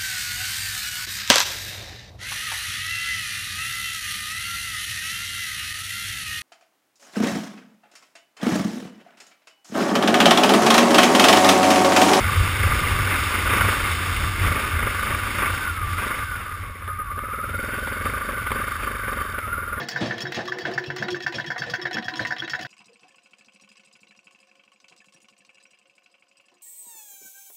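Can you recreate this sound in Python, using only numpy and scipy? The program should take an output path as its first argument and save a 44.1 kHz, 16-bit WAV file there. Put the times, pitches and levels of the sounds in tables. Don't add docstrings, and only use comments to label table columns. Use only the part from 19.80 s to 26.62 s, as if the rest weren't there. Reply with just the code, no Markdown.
import sys
import numpy as np
from scipy import signal
from scipy.fft import rfft, irfft
from scipy.io import wavfile
from scipy.ndimage import uniform_filter1d

SR = 44100
rng = np.random.default_rng(int(sys.argv[2]) if len(sys.argv) > 2 else 0)


def magnitude_from_level(level_db):
    exponent = np.asarray(level_db, float) / 20
    return 10 ** exponent


def transcribe(signal):
    frames = np.atleast_2d(signal).T
    limited = np.clip(frames, -1, 1)
    pcm = np.round(limited * 32767).astype(np.int16)
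    wavfile.write(sys.argv[1], SR, pcm)


N = 300762
SPLICE_S, NORMAL, FAST = 2.87, 1, 1.5

# (time of the clack [s], clack level [dB],
# bounce against the strike [dB], tick level [dB], rattle level [dB])
STITCHES = [(0.012, -32.5, -13, -32.5, -36), (0.1576, -23.5, -3.5, -53, -39),
            (0.3072, -24.5, -8, -34.5, -32.5), (0.4512, -27.5, -4, -34.5, -35),
            (0.5888, -26, -3, -40.5, -38), (0.7185, -21.5, -17, -35.5, -40.5),
            (0.8501, -22.5, -12, -38, -38.5), (0.9763, -20.5, -24, -40.5, -41),
            (1.1001, -24, -31, -37.5, -37.5), (1.222, -21, -34, -36, -34.5),
            (1.3427, -24, -6.5, -36.5, -39.5), (1.4623, -21, -6.5, -35, -38.5),
            (1.5823, -25, -2.5, -38.5, -36), (1.7005, -24, -4, -37, -34.5), (1.818, -22.5, -8, -48, -35),
            (1.9349, -21, -7, -40, -38), (2.0518, -23.5, -5, -36.5, -33.5),
            (2.1669, -22.5, -3.5, -38, -37.5), (2.2799, -20, -11.5, -35.5, -38),
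            (2.3921, -22, -11, -30, -38), (2.5054, -24.5, 0, -36.5, -37.5), (2.6197, -27, -3.5, -36.5, -34),
            (2.7327, -24, -3.5, -36, -37), (2.8477, -27.5, -6, -67, -56), (2.9278, -47, -5, -59, -60),
            (3.0046, -52, 0, -66, -58), (3.081, -53, -4, -75, -63.5), (3.1557, -54, -4, -63, -64),
            (3.2309, -53, -11, -66, -59), (3.3064, -58, -6, -65, -63.5), (3.3809, -51, -19, -64, -61.5),
            (3.4572, -52, -3, -69, -62), (3.5325, -49, -19.5, -69, -60.5), (3.608, -51.5, -12, -60, -63.5),
            (3.6828, -51.5, -7, -62, -63.5), (3.7586, -50.5, -7, -60, -60), (3.8351, -55, -5, -64, -60),
            (3.9148, -49.5, -5.5, -59, -57.5), (3.9947, -51.5, -8, -62.5, -61.5),
            (4.0716, -53, -3, -62, -60.5), (4.1521, -52, -2, -63, -61.5), (4.23, -51.5, -6, -64, -63.5),
            (4.308, -47.5, -8, -64, -64), (4.3888, -49.5, -9, -64, -64), (4.4686, -50.5, -6, -58.5, -65.5),
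            (4.5476, -52, -3, -59.5, -61), (4.6278, -54.5, -13, -61, -70), (4.7121, -55.5, -20, -59, -71),
            (4.7938, -56, -12, -61, -68.5), (4.8763, -55, -18, -59.5, -65), (4.9589, -56, -15, -64, -66),
            (5.0414, -50, -14, -59.5, -61.5), (5.1224, -52, -21, -62, -60.5),
            (5.2022, -50.5, -6.5, -60, -63.5), (5.2827, -53, -11, -62, -61),
            (5.3617, -52, -6, -62.5, -62.5), (5.4429, -53.5, -5, -61, -65), (5.5242, -57.5, -5, -67, -62.5),
            (5.605, -54, -10, -63.5, -63.5), (5.6905, -49.5, -2, -69, -60), (5.771, -55, 6, -62, -61),
            (5.8528, -50.5, -12, -73, -62.5), (5.9321, -54, -3, -66, -63), (6.0133, -58.5, -13, -68, -69),
            (6.0962, -52, -6, -71, -67), (6.1792, -52.5, -19, -69, -68), (6.259, -51.5, -28, -69, -67),
            (6.3406, -54.5, -2.5, -65, -69.5), (6.422, -54, -11, -70, -65.5),
            (6.5119, -56, -12, -74, -62.5), (6.5973, -55.5, -13, -69, -65), (6.6828, -55, -14, -74, -64),
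            (6.7674, -62, -8, -68, -61)]


def at_turn(turn):
    played = (-1, SPLICE_S, SPLICE_S + 10)
    at_normal_speed = (-1, SPLICE_S, SPLICE_S + 10 * FAST)
    start = np.interp(np.array(STITCHES)[:, 0], played, at_normal_speed)
    period = np.diff(start)
    moment = start + turn * np.append(period, period[-1])
    return np.maximum(np.interp(moment, at_normal_speed, played), 0)


def stitch_column(column):
    return np.array(STITCHES)[:, column]


def struck(turn, db, spread, chance):
    varied = chance * rng.standard_normal((len(db), len(chance)))
    return np.column_stack([at_turn(turn), db[:, None] + spread + varied])


def part(table, when):
    return [row for row in table if when[0] <= row[0] < when[1]]


# (cast body 1.2-2.3 kHz [dB], plates 2.3-4.3 kHz [dB], small steel parts above [dB])
CLACK_SPREAD = (0.091, -17, -22)
CLACK_CHANCE = (1, 3, 3)


def needle_bar(when, speed):
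    rows = struck(0, stitch_column(1), CLACK_SPREAD, CLACK_CHANCE)
    rows = np.column_stack([rows, stitch_column(2)])
    return blows(part(rows, when), speed, clack, order=1, span_s=0.0052, swell_s=0.0012, wash_db=6.5,
                 wash_t60=0.078, crack_db=-40.5, scatter_db=1.5, slip=0.93)


def clack(t, bounce_db):
    strike = touch(t, 0.001083)
    bounce = magnitude_from_level(bounce_db) * touch(t, 0.015)
    shiver = magnitude_from_level(-14.5) * chatter(t, 0.0087, 0.0034, 0.057, 0.051, uneven_db=0.5)
    return strike, bounce, shiver


# (cast body [dB], plates [dB], small steel parts [dB])
TICK_SPREAD = (0.99, -2.5, -12)
TICK_CHANCE = (3, 3.5, 3)


def half_turn_tick(when, speed):
    turn = .498
    bright = np.outer(running(at_turn(turn), axis=3), (0, .5, 1))
    rows = struck(turn, stitch_column(3), TICK_SPREAD + bright, TICK_CHANCE)
    return blows(part(rows, when), speed, tick, order=2, span_s=0.0039, swell_s=0.00067, wash_db=5.5,
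                 wash_t60=0.12, crack_db=-9.5, scatter_db=4.0, slip=0.74)


def tick(t):
    return touch(t, 0.0011), magnitude_from_level(-14.0) * chatter(t, 0.00031, 0.00043, 0.0043, 0.04, uneven_db=6.0)


# (cast body [dB], plates [dB], small steel parts [dB])
RATTLE_SPREAD = (-2.5, 0.38, -0.61)
RATTLE_CHANCE = (3, 2, 1.5)


def shuttle(when, speed):
    rows = struck(.668, stitch_column(4), RATTLE_SPREAD, RATTLE_CHANCE)
    return blows(part(rows, when), speed, rattle, order=3, span_s=0.014, swell_s=0.00067, wash_db=3.0,
                 wash_t60=0.055, crack_db=-18.0, scatter_db=5.5, slip=1.4)


def rattle(t):
    return magnitude_from_level(-4) * touch(t, 0.001233), magnitude_from_level(-1.5) * chatter(t, 0.002, 0.0028, 0.024, 0.079, uneven_db=4.0)


# (cast body [dB], plates [dB], small steel parts [dB])
RETURN_SPREAD = (3.5, 0.84, -1.5)
# (time [s], level [dB])
STRAYS = [(.215, -41.5), (1.533, -37), (1.599, -41.5), (2.139, -36), (2.411, -38), (2.635, -41.5),
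          (5.089, -64), (5.796, -62.5), (5.86, -70)]
# (cast body [dB], plates [dB], small steel parts [dB])
STRAY_SPREAD = (-1.5, 1.3, -10.5)


def shuttle_return(when, speed):
    rattle_db = stitch_column(4)
    return_db = np.append(rattle_db[0], rattle_db[:-1]) - 11
    back = struck(.07, return_db, RETURN_SPREAD, RATTLE_CHANCE)
    strays = [(s, *np.add(db, STRAY_SPREAD)) for s, db in STRAYS]
    return blows(part(back, when) + part(strays, when), speed, swing_back, order=3, span_s=0.025,
                 swell_s=0.00067, wash_db=2.5, wash_t60=0.044, crack_db=-28, scatter_db=9.0, slip=1.4)


def swing_back(t):
    return (chatter(t, 0.001, 0.0048, 0.022, .05, uneven_db=2.0),)


def touch(t, at):
    return 1. * (np.arange(len(t)) == np.searchsorted(t, at))


def chatter(t, at, rise, length, density, uneven_db):
    u = np.maximum(t - at, 0)
    size = magnitude_from_level(uneven_db * rng.exponential(size=len(t))) * rng.standard_normal(len(t))
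    present = rng.random(len(t)) < density
    hits = size * present * (1 - np.exp(-u / rise)) * np.exp(-(u / length) ** 4)
    return hits / np.sqrt(np.sum(hits ** 2))


MACHINE_HZ = [735, 987, 1165, 1460, 1549, 1638, 1755, 1860, 2013, 2150, 2670, 2984, 3315, 3800, 4100, 4540,
              4900, 5325, 5490, 6300, 6700, 7600, 8900, 10600, 11700]
# (60 dB decay time [s], by the clack [dB], by the tick [dB], by the rattle [dB])
MACHINE = [(0.096, -14.5, -4, -17), (0.17, -16.5, -13.5, -17), (0.061, -21, -11, 1), (.04, -10.5, 0.5, 5),
           (0.028, 7.5, -5, -9), (0.023, -1.5, 1, 2.5), (0.036, 8, -8.5, 19), (0.13, -15.5, -2, 1),
           (0.032, -32.5, 4.5, 7), (0.091, -32.5, -14, -2), (0.06, -4.5, -11.5, -10.5),
           (0.055, -10, -10.5, -10.5), (0.041, -3, -12, 2), (0.074, -42.5, -25, -10),
           (0.022, -25, -1, -9.5), (0.11, -18, -15.5, -19.5), (0.08, -19.5, -21.5, -21.5),
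           (0.03, -18, -19.5, -5.5), (0.027, -20.5, -24.5, -8.5), (0.024, -35, -23, -16),
           (0.041, -44.5, -34, -22), (.05, -47, -21.5, -37), (.05, -47.5, -42, -36), (0.07, -52, -44, -38),
           (0.065, -57.5, -37.5, -39.5)]


def ringing(t, swell_s):
    hz, t60 = np.array(MACHINE_HZ)[:, None], np.array(MACHINE)[:, :1]
    decay = np.exp(t * (2j * np.pi * hz - np.log(1000) / t60))
    return decay * (1 - np.exp(-t / swell_s)) ** 2


# (frequency [Hz], gain [dB])
WASH = [(300, -9), (900, -4.5), (1250, -17), (1550, 7), (1900, 2), (2400, -2), (5500, -4.5), (6000, -13.5),
        (6900, -15), (8000, -31), (15400, -38)]
# (frequency [Hz], gain [dB])
CRACK = [(2000, -23.5), (6000, 5.5), (9000, -2), (12000, -6.5), (15400, -29)]


def blows(table, speed, contact, order, span_s, swell_s, wash_db, wash_t60, crack_db, scatter_db, slip):
    size = 8192
    t = np.arange(size) / SR * speed
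    ring = ringing(t, swell_s)
    wash_fade = np.exp(-t * np.log(1000) / wash_t60) * (1 - np.exp(-t / swell_s)) ** 2
    crack_fade = np.exp(-t * np.log(1000) / .022)
    hz = np.fft.rfftfreq(size, 1 / SR) / speed
    bands = [(hz >= lo) & (hz < hi) for lo, hi in ((1250, 2300), (2300, 4300), (4300, 8000))]
    out = np.zeros(N + size)
    for s, *row in table:
        wanted_db, settings = row[:len(bands)], row[len(bands):]
        sound = 0
        for force in contact(t, *settings):
            size_chance, phase_chance = rng.standard_normal((2, len(ring)))
            share = magnitude_from_level(np.array(MACHINE)[:, order] + scatter_db * size_chance)
            modes = ((share * np.exp(1j * slip * phase_chance)) @ ring).imag
            crack = colour(rng.standard_normal(size), CRACK, speed) * crack_fade
            wash = colour(rng.standard_normal(size), WASH, speed) * wash_fade
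            body = modes + magnitude_from_level(crack_db) * crack + magnitude_from_level(wash_db) * wash
            sound = sound + irfft(rfft(body) * rfft(force), size)
        head = np.abs(rfft(sound * (t < span_s))) ** 2
        have_db = [10 * np.log10(2 * head[b].sum() / size / np.sum(t < span_s)) for b in bands]
        lift_db = np.repeat(np.array(wanted_db) - have_db, 2)
        sound = colour(sound, list(zip((1250, 2150, 2450, 4200, 4400, 8000), lift_db)), speed)
        i = int(s * SR)
        out[i:i + size // 2] += sound[:size // 2]
    return out[:N]


def colour(x, points, speed):
    hz = np.maximum(np.fft.rfftfreq(x.shape[-1], 1 / SR), 1) / speed
    f, db = np.transpose(points)
    return irfft(rfft(x) * magnitude_from_level(np.interp(np.log(hz), np.log(f), db)), x.shape[-1])


# (time [s], feed thump level [dB], jingle level of the loose parts [dB],
# brightness of the tick [dB])
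RUNNING = [(0, -37, -28.5, 0.1), (.06, -33, -43.5, 1), (.2, -41, -36.5, 8), (.4, -32.5, -40.5, 2.5),
           (.7, -45.5, -46.5, 9), (.86, -39, -40, 0.5), (1.11, -33.5, -46.5, 5), (1.5, -40.5, -55, -0.5),
           (1.85, -36, -42, -23), (2.07, -42.5, -55, 1), (2.5, -42, -46, -3), (2.868, -45.5, -55.5, 4),
           (2.872, -68, -65.5, 6), (3.05, -59.5, -72, 6), (3.3, -72.5, -69, -3), (3.85, -58, -72.5, 0.1),
           (4.1, -68, -69.5, -8), (4.24, -60.5, -73.5, -2), (4.7, -70, -68.5, -3), (5.1, -69.5, -73, 8),
           (5.35, -61, -74, 6.5), (5.7, -70, -71.5, 5), (5.95, -73, -72.5, -8), (6.3, -77, -72.5, -5.5),
           (6.82, -74.5, -73, 1)]


def running(s, axis):
    columns = np.transpose(RUNNING)
    return np.interp(s, columns[0], columns[axis])


# (frequency [Hz], width [Hz], gain [dB])
THUMP_MODES = [(105, 17, 1), (136.4, 13, 18), (200, 5.8, -17)]


def feed_thumps(when, speed):
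    feed_s = at_turn(-.03)
    feed = np.column_stack([feed_s, running(feed_s, axis=1)])
    presses = [(s - 0.028 / speed, db, 0.021 / speed) for s, db in part(feed, when)]
    return pushes(presses, THUMP_MODES, speed, rise=.016)


# (time [s], jolt level [dB],
# fall time constant of the jolt [s], low board gain before the swell [dB], upper board gain [dB])
TREADLE = [(.001, -47, 0.009, -38.5, -56), (.205, -30, 0.069, -20.5, -43), (.565, -33, 0.047, -31, -31.5),
           (.74, -62, .012, -52, -44), (.865, -35.5, 0.02, -32.5, -36), (1.21, -37, 0.0095, -33, -36.5),
           (1.54, -36.5, 0.053, -35, -59), (1.86, -38.5, 0.037, -67, -50), (2.14, -47, 0.0077, -28.5, -38),
           (2.395, -31.5, 0.023, -38.5, -55), (2.63, -57, 0.011, -68, -78),
           (2.79, -44.5, 0.042, -37.5, -69), (3.0, -56.5, 0.0099, -81, -61), (3.1, -79.5, .012, -80, -91),
           (3.225, -63, 0.021, -60, -61), (4.23, -71, 0.026, -66, -81), (5.11, -64, 0.013, -65, -60),
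           (5.36, -73, 0.018, -66, -74), (6.715, -64, 0.0088, -62, -68)]
# (frequency [Hz], width [Hz], gain [dB])
STAND = [(114.5, 13, 8), (210, 29, -7.5), (284, 37, -0.5), (553, 72, 0.5), (647, 10, 4.5), (1100, 900, -44),
         (2920, 7600, -14.5)]


def treadle_jolts(when, speed):
    return pushes([row[:3] for row in part(TREADLE, when)], STAND, speed, rise=0.003)


def pushes(table, modes, speed, rise):
    size = 16384
    t = np.arange(size) / SR * speed
    out = np.zeros(N + 2 * size)
    for s, db, fall in table:
        sound = boards(burst(t, rise, fall * speed), modes, speed)
        head = sound[t < rise + 2 * fall * speed]
        i = size + int(s * SR)
        out[i:i + size] += magnitude_from_level(db) * sound / np.sqrt(np.mean(head ** 2))
    return out[size:N + size]


def burst(t, rise, fall):
    return rng.standard_normal(len(t)) * (1 - np.exp(-t / rise)) * np.exp(-t / fall)


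def boards(x, table, speed):
    y = sum(magnitude_from_level(db) * signal.lfilter(*signal.iirpeak(hz * speed, hz / width, SR), x)
            for hz, width, db in table)
    y = signal.sosfilt(signal.butter(3, 4200 * speed, fs=SR, output="sos"), y)
    return y / np.sqrt(np.mean(y ** 2))


def groan(strokes, speed):
    rise_s, fall_s = 0.014, 0.036
    out = np.zeros((2, N))
    for s, _, _, *db in strokes:
        u = np.maximum(np.arange(N) / SR - s, 0) * speed
        swell = 2 * (1 - np.exp(-u / rise_s)) * np.exp(-u / fall_s)
        out += magnitude_from_level(np.array(db))[:, None] * swell
    return out


# (frequency [Hz], width [Hz], gain [dB])
LOW_BOARDS = [(200, 12, -1), (232, 20, 0), (316, 12, -1)]
# (frequency [Hz], width [Hz], gain [dB])
UPPER_BOARDS = [(485, 9, -4.5), (485, 27, 6), (548.4, 14, -1.5), (696.5, 49, 5), (813, 24, -4.5),
                (1034, 55, -9), (1202, 60, -13.5)]


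def rumble(when, speed):
    jingle_db = running(np.arange(N) / SR, axis=2)
    murmur = magnitude_from_level(jingle_db + np.array([[-4.5], [-1]]))
    low, upper = groan(part(TREADLE, when), speed) + murmur
    knocks = rng.random((3, N)) < .004
    shake = rng.standard_normal((3, N)) * (0.5 + 2.1 * knocks)
    return (hums(part(HUMS, when), speed, shake[0]) + low * boards(shake[1], LOW_BOARDS, speed)
            + upper * boards(shake[2], UPPER_BOARDS, speed) + gears(speed, jingle_db))


# (start [s], length [s], gain [dB], pitch at normal speed [Hz])
HUMS = [(-.02, 0.031, -32.5, 347), (.21, 0.31, -37, 364), (.57, 0.23, -37, 363), (.85, 0.34, -36.5, 364.8),
        (.86, 0.059, -38, 677), (1.23, 0.16, -32.5, 355), (1.48, .08, -38.5, 359.6), (1.5, .1, -51.5, 740),
        (1.63, 0.026, -41.5, 350), (1.86, 0.029, -39.5, 490), (1.98, 0.14, -39.5, 353.3),
        (2.15, 0.024, -32, 323.7), (2.14, 0.28, -46, 738), (2.3, 0.069, -38.5, 318.3),
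        (2.3, 0.21, -45.5, 987), (2.62, 0.031, -39, 323.4), (2.75, 0.062, -41, 734),
        (3.09, 0.036, -55.5, 322), (3.22, 0.033, -60.5, 495), (3.3, 1.27, -73, 355.6),
        (4.6, 1.43, -72.5, 356.4), (6.0, 0.72, -73.5, 364.6)]


def hums(table, speed, noise):
    rise_s, fall_s = 0.011, 0.034
    t, out = np.arange(N) / SR, 0
    for s, length, db, hz in table:
        swell = np.clip((t - s) * speed / rise_s, 0, 1)
        fade = np.exp(-np.maximum(t - s - length, 0) * speed / fall_s)
        out = out + magnitude_from_level(db) * swell * fade * drone(speed * hz / 360, noise)
    return out


# (frequency [Hz], width [Hz], gain [dB])
DRONE = [(352, 12, -5), (363, 9, 0)]


def drone(scale, noise):
    centre_hz, waver_hz = 360, 9
    span = int(0.042 * SR / scale)
    waver = uniform_filter1d(uniform_filter1d(rng.standard_normal(N), span), span)
    phase = 2 * np.pi * np.cumsum(centre_hz + waver_hz * waver / waver.std()) * scale / SR
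    return np.sin(phase) + magnitude_from_level(1.0) * boards(noise, DRONE, scale)


def gears(speed, db):
    t = np.arange(4096) / SR * speed
    stir_db = np.interp(MACHINE_HZ, (2200, 2600, 7000), (-8, 0, -6))
    ring = (magnitude_from_level(np.array(MACHINE)[:, -1] + stir_db)[:, None] * ringing(t, 0.0018)).real
    hits = rng.standard_normal((len(ring), N)) * (rng.random((len(ring), N)) < .0025 * speed)
    jingle = signal.fftconvolve(hits, ring, axes=1)[:, :N].sum(axis=0)
    hiss = colour(rng.standard_normal(N), WASH, speed)
    return magnitude_from_level(db) * (jingle / jingle.std() + magnitude_from_level(-5) * hiss / hiss.std())


# (frequency [Hz], gain [dB])
MICROPHONE = [(385, -3.5), (418, -11.5), (450, -1.5), (13800, -3), (14500, 14), (15400, 9)]


def microphone(sound, speed):
    high_pass = signal.butter(3, 75.5 * speed, "high", fs=SR, output="sos")
    return colour(signal.sosfilt(high_pass, sound), MICROPHONE, speed)


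def machine(start_s, end_s, speed):
    when = (start_s, end_s)
    t = np.arange(N) / SR
    stitch = needle_bar(when, speed) + half_turn_tick(when, speed)
    stitch = stitch + shuttle(when, speed) + shuttle_return(when, speed) + feed_thumps(when, speed)
    sound = stitch + treadle_jolts(when, speed) + rumble(when, speed)
    return microphone(sound, speed) * ((t >= start_s) & (t < end_s))


def scene():
    return (machine(-1, SPLICE_S, NORMAL) + machine(SPLICE_S, N / SR, FAST))[None]


def band_limit(x):
    return signal.sosfilt(signal.butter(12, 16460, fs=SR, output="sos"), x)


# (frequency [Hz], gain [dB])
HISS = [(1000, -9), (5000, -5.5), (9000, -15), (12000, -5), (15400, -14)]


def record(dry):
    hiss = colour(rng.standard_normal(N), HISS, NORMAL)
    noisy = dry + magnitude_from_level(-90) * hiss / hiss.std()
    low_pass = signal.ellip(8, .2, 60, 15650, fs=SR, output="sos")
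    mix = signal.sosfilt(low_pass, noisy)
    return band_limit(mix)


dry = scene()
out = record(dry)
transcribe(out)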